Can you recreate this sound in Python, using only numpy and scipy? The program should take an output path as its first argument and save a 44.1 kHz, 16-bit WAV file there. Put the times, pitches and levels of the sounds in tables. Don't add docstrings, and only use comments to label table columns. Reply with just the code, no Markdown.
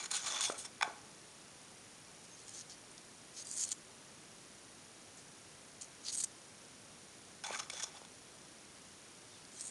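import sys
import numpy as np
from scipy import signal
from scipy.fft import rfft, irfft, next_fast_len
from scipy.io import wavfile
from scipy.ndimage import uniform_filter1d

SR = 44100
rng = np.random.default_rng(int(sys.argv[2]) if len(sys.argv) > 2 else 0)


def attenuation_scalar(level_db):
    decades = np.asarray(level_db, float) / 20
    return 10 ** decades


def master(y):
    cut = np.clip(np.atleast_2d(y).T, -1, 1)
    pcm = np.round(cut * 32767)
    wavfile.write(sys.argv[1], SR, pcm.astype(np.int16))


N = 427769


def unit(x):
    return x / np.sqrt(np.mean(x ** 2) + 1e-20)


def along(points, hz):
    f, v = np.transpose(points)
    return np.interp(np.log(hz + 1), np.log(f + 1), v)


def wobble(rate_hz):
    knots = rng.standard_normal(int(N * rate_hz / SR) + 2)
    return np.interp(np.arange(N) * rate_hz / SR, np.arange(len(knots)), knots)


def filtered(x, response):
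    m = next_fast_len(N + 8192)
    return irfft(rfft(x, m) * response(np.fft.rfftfreq(m, 1 / SR)), m)[..., :N]


def resonance(x, hz, width_hz):
    return signal.lfilter(*signal.iirpeak(hz, hz / max(width_hz, 20), SR), x)


def resonance_twice(x, hz, width_hz):
    return resonance(resonance(x, hz, width_hz), hz, width_hz)


def camera_hiss():
    # frequency in Hz, density in dB per Hz.
    hiss_curve = [(15, -40), (25, -14), (71, -9.5), (101, -2.5), (184, -0.5), (309, -1.5), (747, -6.5),
                  (873, -7.5), (4250, -11), (5800, -10), (6950, -10), (7710, -11), (10000, -9.5),
                  (12300, -32.5), (16000, -63), (22000, -120)]
    noise = filtered(rng.standard_normal(N), lambda hz: attenuation_scalar(along(hiss_curve, hz)))
    return attenuation_scalar(-57) * unit(noise)


def circuit_whine():
    # frequency in Hz, level in dB.
    whine_tones = [(7639, -92)]
    t_s = np.arange(N) / SR
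    return sum(attenuation_scalar(db - 1) * np.sin(2 * np.pi * hz * t_s) for hz, db in whine_tones)


def frame_ticks():
    # frequency in Hz, peak in dB.
    tick_modes = [(5760, -54.5), (6850, -56.5)]
    first_s, frame_rate_hz, rise_s = 0.0145, 29.99, 0.00075
    starts_s = np.arange(first_s, N / SR, 1 / frame_rate_hz)
    beats = np.zeros(N)
    beats[np.round(starts_s * SR).astype(int)] = attenuation_scalar(0.78 * rng.standard_normal(len(starts_s)))
    t_s = np.arange(SR // 100) / SR
    u = t_s / rise_s
    ring = sum(attenuation_scalar(db) * np.sin(2 * np.pi * hz * t_s) for hz, db in tick_modes)
    return signal.fftconvolve(beats, ring * u * np.exp(1 - u))[:N]


def workshop_reverb(x):
    # frequency in Hz, reverberation time t60 in seconds.
    decay_times = [(200, 0.59), (1000, 0.65), (3000, 0.074), (10000, 0.12)]
    hz, t_s, z = signal.stft(rng.standard_normal(SR // 2), SR, nperseg=256)
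    decay = attenuation_scalar(-60 * t_s / along(decay_times, hz)[:, None])
    tail = signal.istft(z * decay, SR, nperseg=256)[1]
    delayed = np.pad(x, (500, 0))
    return signal.fftconvolve(delayed, tail / np.linalg.norm(tail))[:N]


def bench_thuds():
    # start in seconds, peak in dB, wall knock in dB relative to it, bench mode in Hz.
    thud_events = [
        (0.499, -28, 6.5, 474),
        (0.849, -52, -6, 460),
        (0.8768, -37, 2, 430),
        (7.5067, -33, -7, 590),
        (7.7325, -47, -12, 480),
        (7.838, -44, -4, 620),
        (8.017, -43.5, -11, 470),
    ]
    bench_width_hz, wall_hz, wall_width_hz, wall_delay_s = 480, 1300, 350, 0.0015
    out = np.zeros(N + SR)
    blow = signal.unit_impulse(SR // 10)
    for s, db, knock_db, hz in thud_events:
        push = attenuation_scalar(db + 34.5) * resonance_twice(blow, hz, bench_width_hz)
        knock = attenuation_scalar(db + knock_db + 26.0) * resonance_twice(blow, wall_hz, wall_width_hz)
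        out[round(s * SR):][:len(blow)] += push
        out[round((s + wall_delay_s) * SR):][:len(blow)] += knock
    return out[:N]


def single_mode_rings():
    # start in seconds, length in seconds, frequency in Hz, level in dB.
    songs = [(0.15, .04, 8100, -46), (.8215, 0.012, 1180, -35.5), (0.843, 0.026, 720, -42.5),
             (2.9, 0.056, 9000, -63), (3.448, 0.08, 4750, -59), (3.72, 0.073, 7400, -65),
             (7.515, 0.056, 1120, -54), (0.824, 0.0083, 2460, -36), (.8095, 0.0073, 2010, -39),
             (7.535, .022, 1550, -44), (7.794, .02, 1800, -56), (9.31, .06, 3580, -66),
             (9.64, .06, 7900, -60), (.505, 0.047, 668, -53), (0.47, 0.027, 970, -54),
             (.855, 0.023, 1100, -51), (.83, .017, 3480, -51), (.895, .04, 700, -55),
             (2.3, 0.063, 6400, -59), (.343, .008, 3480, -37), (7.44, .014, 900, -53),
             (7.457, .014, 800, -49), (7.483, .014, 850, -46), (7.699, .008, 2260, -42),
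             (.864, .014, 910, -56), (7.731, .016, 497, -55), (0.36, 0.035, 1100, -53),
             (0.27, 0.14, 600, -60.5), (7.83, .018, 5700, -42), (3.716, .014, 7000, -39)]
    width_hz = 77
    out = np.zeros(N + SR)
    noise = rng.standard_normal((len(songs), SR // 4))
    for (s, length_s, hz, db), drive in zip(songs, noise):
        u = np.linspace(0, 1, round(length_s * SR))
        tone = unit(resonance_twice(drive, hz, width_hz)[-len(u):])
        out[round(s * SR):][:len(u)] += attenuation_scalar(db) * tone * np.sqrt(abs(np.sin(np.pi * u)))
    return out[:N]


def touch(wall, contact, s, push_db):
    columns = np.transpose(contact)
    low_db, middle_db = [rest_db + slope * push_db for rest_db, slope in wall]
    return low_db, middle_db, np.interp(s, columns[0], columns[-1])


def by_group(db, low_db, middle_db, top_db):
    return attenuation_scalar(np.array([db + low_db, db + middle_db, db, db + top_db]))


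def stroke_pressure(strokes, wall, contact):
    level_db, arch_db = -2.5, 3
    out = np.zeros((4, N + SR))
    for s, length_s, start_db, end_db, push_db in strokes:
        u = np.linspace(0, 1, max(round(length_s * SR), 2))
        db = level_db + start_db + (end_db - start_db) * u + arch_db * np.sin(np.pi * u)
        out[:, round(s * SR):][:, :len(u)] += by_group(db, *touch(wall, contact, s + length_s * u, push_db))
    return uniform_filter1d(out[:, :N], size=129)


def slip_pressure(slips, wall, contact):
    out = np.zeros((4, N + SR))
    t_ms = 1000 * np.arange(SR // 20) / SR
    for s, db, push_db, length_ms in slips:
        ramp = np.sqrt(length_ms)
        grip = t_ms / (0.64 * ramp)
        release = (1.286 * length_ms - t_ms) / (2.1 * ramp)
        shape = np.clip(np.minimum(grip, release), 0, 1)
        gains = by_group(db, *touch(wall, contact, s, push_db))
        out[:, round(s * SR):][:, :len(shape)] += gains[:, None] * shape
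    return out[:, :N]


def scrape(modes, strokes, slips, taps, wall, contact, crack_db, chatter_db, grit_db, drift_db,
           favour_db, partner):
    group_edges_hz = (2700, 4900, 7650)
    # frequency in Hz, width in Hz.
    steel_click = (7600, 4600)
    rough = unit(attenuation_scalar(chatter_db * wobble(160) + grit_db * wobble(1200)))
    force = stroke_pressure(strokes, wall, contact) * rough + slip_pressure(slips, wall, contact)
    blows = np.zeros((4, N))
    for s, *levels_db in taps:
        blows[:, round(s * SR)] = by_group(*levels_db)

    hz, width_hz, db = np.transpose(modes)
    group = np.searchsorted(group_edges_hz, hz)
    coarse_s = np.arange(N)[::64] / SR
    contact_s, high, low, _ = np.transpose(contact)
    high_hz = np.interp(coarse_s, contact_s, high)
    low_hz = np.interp(coarse_s, contact_s, low)
    favoured_hz = np.array([high_hz, low_hz, partner * high_hz])
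    log_distance = np.log(favoured_hz[:, None] / hz[:, None])
    near = np.exp(-(log_distance / 0.087) ** 2).max(axis=0)
    near = near * (width_hz < 600)[:, None]
    gain = attenuation_scalar(db[:, None] + favour_db * near)
    passed = gain ** 2 * width_hz[:, None]
    power = [np.sum(passed[group == g], axis=0) * np.pi / SR for g in range(4)]

    out = attenuation_scalar(crack_db) * resonance_twice(blows[3], *steel_click)
    for k, g in enumerate(group):
        share = np.repeat(gain[k] / np.sqrt(power[g]), 64)[:N]
        friction = force[g] * attenuation_scalar(drift_db * wobble(40)) * rng.standard_normal(N)
        out += resonance(share * (friction + (-1) ** k * blows[g]), hz[k], width_hz[k])
    return out


def tube_wiping():
    # frequency in Hz, width in Hz, level in dB; wide ones stand for many damped modes.
    tube_modes = [(1810, 700, -15), (3190, 200, -12.5), (4320, 170, -13), (4660, 280, -15),
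                  (4200, 810, -12), (5190, 130, -4), (5670, 220, -9), (6080, 170, -1.5), (6600, 140, 1.5),
                  (7150, 390, 0.5), (6640, 1800, -5.5), (7880, 720, 1), (8220, 160, 1.5), (8620, 290, -2),
                  (9700, 220, -27), (10100, 1300, -6), (8900, 2100, -5.5)]
    # start in seconds, length in seconds, pressure at start in dB, at end in dB, wall push in dB.
    tube_strokes = [(2.238, .04, -59, -69, -15), (2.368, .1, -62, -68, -3), (2.465, 0.077, -60, -60, -5.5),
                    (2.535, 0.089, -54.5, -51.5, -7.5), (2.695, .06, -52, -65, -4),
                    (3.331, 0.036, -61, -54, -10), (3.365, 0.066, -47.5, -51.5, -7),
                    (3.446, .114, -55.5, -48.5, -16), (3.561, 0.094, -46.5, -40, -13.5),
                    (3.653, 0.075, -50, -60, -7), (5.169, .035, -59, -61, -18), (5.83, .04, -56, -73, -10),
                    (6.03, .021, -64, -56, -4), (6.049, 0.036, -49.5, -44, 0), (6.083, 0.03, -40, -52, 0),
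                    (6.117, .04, -47.5, -49, -7), (6.164, 0.084, -51, -51.5, -7), (9.27, 0.16, -73, -69, 3),
                    (9.517, 0.11, -62, -54.5, -8), (9.62, 0.09, -57, -52, -11)]
    # start in seconds, pressure in dB, wall push in dB, length in ms.
    tube_slips = [(2.2515, -53, -8, 3), (2.392, -55, -6, 3), (2.4, -54, -8, 3), (2.4145, -54, -6, 2.7),
                  (2.547, -53, -8, 3), (2.5545, -53, -8, 3), (2.9785, -49.5, 0, 3.2), (3.5375, -50, -12, 3),
                  (3.626, -42, -12, 4), (3.648, -46, -10, 3), (3.676, -54, -10, 2.8),
                  (3.7115, -45, -10, 2.5), (3.469, -49, -1, 3.4), (3.5128, -43, -15, 2.2),
                  (3.533, -52, -13, 3.7), (3.567, -45, -19, 2.8), (3.635, -42, -6, 6.2),
                  (3.689, -40, -12, 3), (3.707, -48, -6, 3.3), (3.7148, -37.5, -9, 7),
                  (3.7238, -38.5, -7, 5.2), (5.81, -47, -5.5, 14), (5.819, -45, -5, 3),
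                  (5.8295, -47, -8, 3), (6.082, -47, 2, 4), (6.099, -46, -3, 3), (6.125, -43, -10, 4.7),
                  (6.134, -42, -14, 3.7), (6.139, -47, -18, 3.7), (6.147, -45, -14, 2.2),
                  (6.151, -41, -14, 2.5), (6.157, -41, -14, 2.2), (6.1665, -48, -12, 2.2),
                  (6.1885, -44, -14, 2.5), (6.173, -42, -12, 3), (6.225, -50, -12, 3.6),
                  (6.181, -45, -12, 5.5), (6.193, -48, -14, 4), (6.2, -42.5, -18, 12),
                  (6.213, -47, -16, 4.5), (6.236, -36.5, -22, 10.5), (9.45, -52, -2, 3),
                  (9.596, -48, -12, 4.5), (9.561, -57, -12, 3), (9.613, -48, -14, 4),
                  (9.639, -53, -12, 2.8), (9.652, -50, -14, 2.2), (9.66, -50, -13, 3.2),
                  (9.669, -49, -14, 2.3), (9.6775, -55, -14, 5.5)]
    # start in seconds, strength in dB.
    tooth_ticks = [(2.481, -28), (2.4932, -25), (2.5625, -33), (2.5912, -25), (2.611, -26), (2.6981, -27.5),
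                   (2.9795, -31), (3.3771, -30), (3.5132, -21), (3.5695, -30), (3.5754, -16), (3.582, -16),
                   (3.5946, -20), (3.5971, -19), (3.6005, -22), (3.6068, -18), (3.6114, -16), (3.62, -19),
                   (3.636, -25), (3.6386, -17), (3.6425, -25), (3.681, -29), (5.8445, -29), (6.1477, -25),
                   (6.1522, -23), (6.1593, -28), (6.1673, -31), (6.1895, -29), (9.6093, -18), (9.6528, -32)]
    # level at no push in dB, lift in dB per dB of push.
    tube_wall = [(-21.5, 0.01), (0.1, 0.97)]
    # time in seconds, favoured high mode in Hz, favoured low mode in Hz, edge sharpness in dB.
    tube_contact = [(2.38, 5670, 5460, -5), (2.47, 8300, 5400, -3), (2.58, 6400, 5200, -4.5),
                    (2.72, 5500, 5170, -10), (3.37, 6140, 4950, -5), (3.47, 7150, 4670, 1.5),
                    (3.575, 7240, 4700, -1.5), (3.61, 7300, 5030, 0), (3.65, 7160, 4320, -5.5),
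                    (3.68, 6100, 4320, 0), (3.7, 8100, 6100, 2), (3.73, 7900, 6070, 0.5),
                    (5.83, 6770, 4320, -5), (6.09, 6240, 4600, -7), (6.14, 6800, 4670, 2.5),
                    (6.165, 8200, 4670, 6), (6.235, 6600, 4320, 4), (9.45, 5910, 5480, -8),
                    (9.54, 8500, 7000, -2), (9.61, 8550, 5170, -0.5), (9.63, 8500, 7000, 3.5),
                    (9.7, 8600, 7000, 2)]
    graze_db = -14
    taps = [(s, db, *touch(tube_wall, tube_contact, s, graze_db)) for s, db in tooth_ticks]
    return scrape(tube_modes, tube_strokes, tube_slips, taps, tube_wall, tube_contact, crack_db=9,
                  chatter_db=0.5, grit_db=2.0, drift_db=2.5, favour_db=12, partner=0.87)


def cup_scraping():
    # frequency in Hz, width in Hz, level in dB; wide ones stand for many damped modes.
    cup_modes = [(706, 130, -8.5), (836, 100, -1.5), (1127, 115, -4), (1280, 83, -7), (1500, 85, -2),
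                 (2300, 150, -1.5), (1400, 1170, -11), (1950, 220, -10.5), (3460, 89, 0), (4180, 250, -5.5),
                 (3540, 2500, -7), (5400, 190, -0.5), (6130, 290, -3.5), (6720, 160, 1), (7070, 130, -0.5),
                 (6300, 2200, -7), (8300, 550, -1), (9080, 150, -1), (9600, 1800, -7), (9000, 2600, -18)]
    # start in seconds, length in seconds, pressure at start in dB, at end in dB, wall push in dB.
    cup_strokes = [(0, 0.029, -45.5, -56, -0.5), (0.027, 0.04, -50.5, -54, 0.5),
                   (0.064, 0.041, -66, -65, 4), (.105, 0.065, -45.5, -38.5, -5.5),
                   (0.173, 0.065, -45, -53.5, -5.5), (0.237, 0.11, -47.5, -41, -3),
                   (0.348, 0.026, -41.5, -50, -4), (0.376, 0.039, -51, -45, -1.5),
                   (0.407, 0.061, -39.5, -36, -10.5), (0.468, 0.056, -43, -52.5, -5),
                   (0.529, 0.047, -61, -60, 4.5), (0.578, 0.055, -48, -55, -18),
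                   (0.637, 0.029, -59, -55, -2), (0.824, 0.17, -57.5, -81.5, 12.5),
                   (7.437, 0.067, -53.5, -56.5, 5), (7.501, 0.06, -55, -53.5, 7),
                   (7.564, 0.021, -59, -52, 0), (7.599, 0.094, -53, -75, 3), (7.7, 0.12, -59, -50.5, -3),
                   (7.848, 0.051, -56, -59, -1), (7.9, 0.083, -71, -60.5, 2.5)]
    # start in seconds, pressure in dB, wall push in dB, length in ms.
    cup_slips = [(.058, -47, -1, 4.4), (.112, -39.5, -16, 7.1), (0.14, -52, -8, 8.4), (.165, -45, -13, 4.8),
                 (0.176, -47, -8, 3), (.038, -54, -3, 5.6), (0.171, -40, -8, 3), (.2185, -50, -5, 3),
                 (.2255, -48, -5, 3), (.232, -45, -5, 3), (.2415, -47, -8, 4.3), (.262, -48, -4, 12),
                 (0.278, -53, 6, 4.3), (0.3, -45, -10, 2.7), (.3225, -45, -10, 4), (.36, -44, -10, 3),
                 (.366, -45, -11, 4), (0.377, -46, -2, 3.5), (.343, -45, -14, 5.9), (0.353, -38, -14, 2.6),
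                 (.358, -53, 3, 16), (.375, -47, 6, 4.5), (0.385, -47, -5, 9), (0.414, -34, -22, 3.2),
                 (.438, -39, -17, 3), (.519, -48, -9, 9.8), (.646, -54.5, -7.5, 13.5), (7.437, -45, 0, 3.9),
                 (7.442, -52, 0, 9), (7.465, -48, 3, 6), (7.484, -59, 9, 6), (7.525, -54, -1, 9),
                 (7.544, -52, 6, 9.6), (7.556, -53, 10, 7.5), (7.565, -46, -4, 3), (7.573, -45, -1.5, 2.4),
                 (7.587, -43.5, -3.5, 16), (7.596, -44, -11, 2.4), (7.63, -52, -10, 5.4),
                 (7.7, -42, -12, 5.1), (7.767, -59, -11, 4.2), (7.731, -51, -21, 8.3),
                 (7.796, -49.5, -3, 12.6), (7.822, -43, -5, 9.1), (7.83, -39.5, -12.5, 14.6)]
    # start in seconds, upper modes in dB, then low, middle, top in dB relative.
    cup_taps = [(.4089, -12, -5, -2, -0.5), (.8112, -25, 13, 2, -6), (.8124, -25.5, 9, 2, -8),
                (0.8233, -15.5, 2.5, -5, -15), (0.8278, -17.5, 12, -9, -9), (.8291, -15, 5.5, 3, -4),
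                (7.6995, -23, -1, 2, -0.5), (7.8335, -15.5, -13, -5, -4), (7.84, -20, -8, -6, -6),
                (.0585, -22.5, -3, -2, -4), (.1668, -19, -18, -4, 2), (.4398, -14, -13, -8, -4),
                (8.0503, -39, 7, 7, -6)]
    # level at no push in dB, lift in dB per dB of push.
    cup_wall = [(-1.06, 1), (-0.5, 0.29)]
    # time in seconds, favoured high mode in Hz, favoured low mode in Hz, edge sharpness in dB.
    cup_contact = [(0, 6800, 2300, -6), (.13, 7360, 1500, -1), (.2, 5630, 1500, -7),
                   (.26, 8300, 1110, -4.5), (.3, 6100, 1260, -9), (.345, 6000, 1100, -9),
                   (.37, 5970, 1200, -12), (.44, 6530, 1500, -6), (.49, 5650, 3460, -1),
                   (.53, 6300, 1280, -3), (.56, 6300, 1280, -2), (.6, 6560, 3460, 5),
                   (.66, 9050, 3460, -0.5), (7.437, 5300, 1500, -5), (7.457, 6500, 800, -3),
                   (7.5, 6000, 865, -8), (7.52, 6540, 2300, -2), (7.545, 6460, 1300, -2),
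                   (7.6, 5230, 1140, -7), (7.72, 5300, 2290, -5), (7.76, 6000, 4180, -4),
                   (7.79, 6000, 2200, -9), (7.835, 5900, 1100, -9), (7.9, 5500, 830, -15)]
    # seconds, high Hz, low Hz, sharpness in dB.
    tap_contact = [
        (0.813, 5500, 840, -10.5),
        (.823, 5300, 1150, -10.5),
        (.829, 5800, 860, -10.5),
        (.85, 5500, 710, -10.5),
        (.95, 7000, 790, -10.5),
    ]
    contact = sorted([*cup_contact, *tap_contact])
    return scrape(cup_modes, cup_strokes, cup_slips, cup_taps, cup_wall, contact, crack_db=0,
                  chatter_db=-0.5, grit_db=2.5, drift_db=3.0, favour_db=7.5, partner=0.59)


def scene():
    tube = tube_wiping()
    cup = cup_scraping()
    bench = cup + tube + bench_thuds()
    room = attenuation_scalar(-16.5) * workshop_reverb(bench - 0.38 * tube)
    return (bench + room + frame_ticks() + single_mode_rings())[None]


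def microphone_notch(x):
    notch_hz = (7650, 41, 350)
    centre, zero, pole = notch_hz
    top_hz, slope_hz = 12440, 300

    def response(f):
        detune = centre * centre - f * f
        band = np.clip((top_hz - f) / slope_hz, 0, 1)
        return (detune + 1j * f * zero) / (detune + 1j * f * pole) * band

    return filtered(x, response)


def low_pass(x):
    return signal.sosfilt(signal.butter(12, 12550, fs=SR, output="sos"), x)


def record(dry):
    # frequency in Hz, gain in dB.
    mic_top = [(100, -0.5), (9500, 0), (10500, -3), (11500, -11.5), (12300, -19), (12600, -70)]
    heard = filtered(dry, lambda hz: attenuation_scalar(along(mic_top, hz))) + camera_hiss()
    mix = microphone_notch(heard) + circuit_whine()
    return low_pass(mix)


dry = scene()
out = record(dry)
master(out)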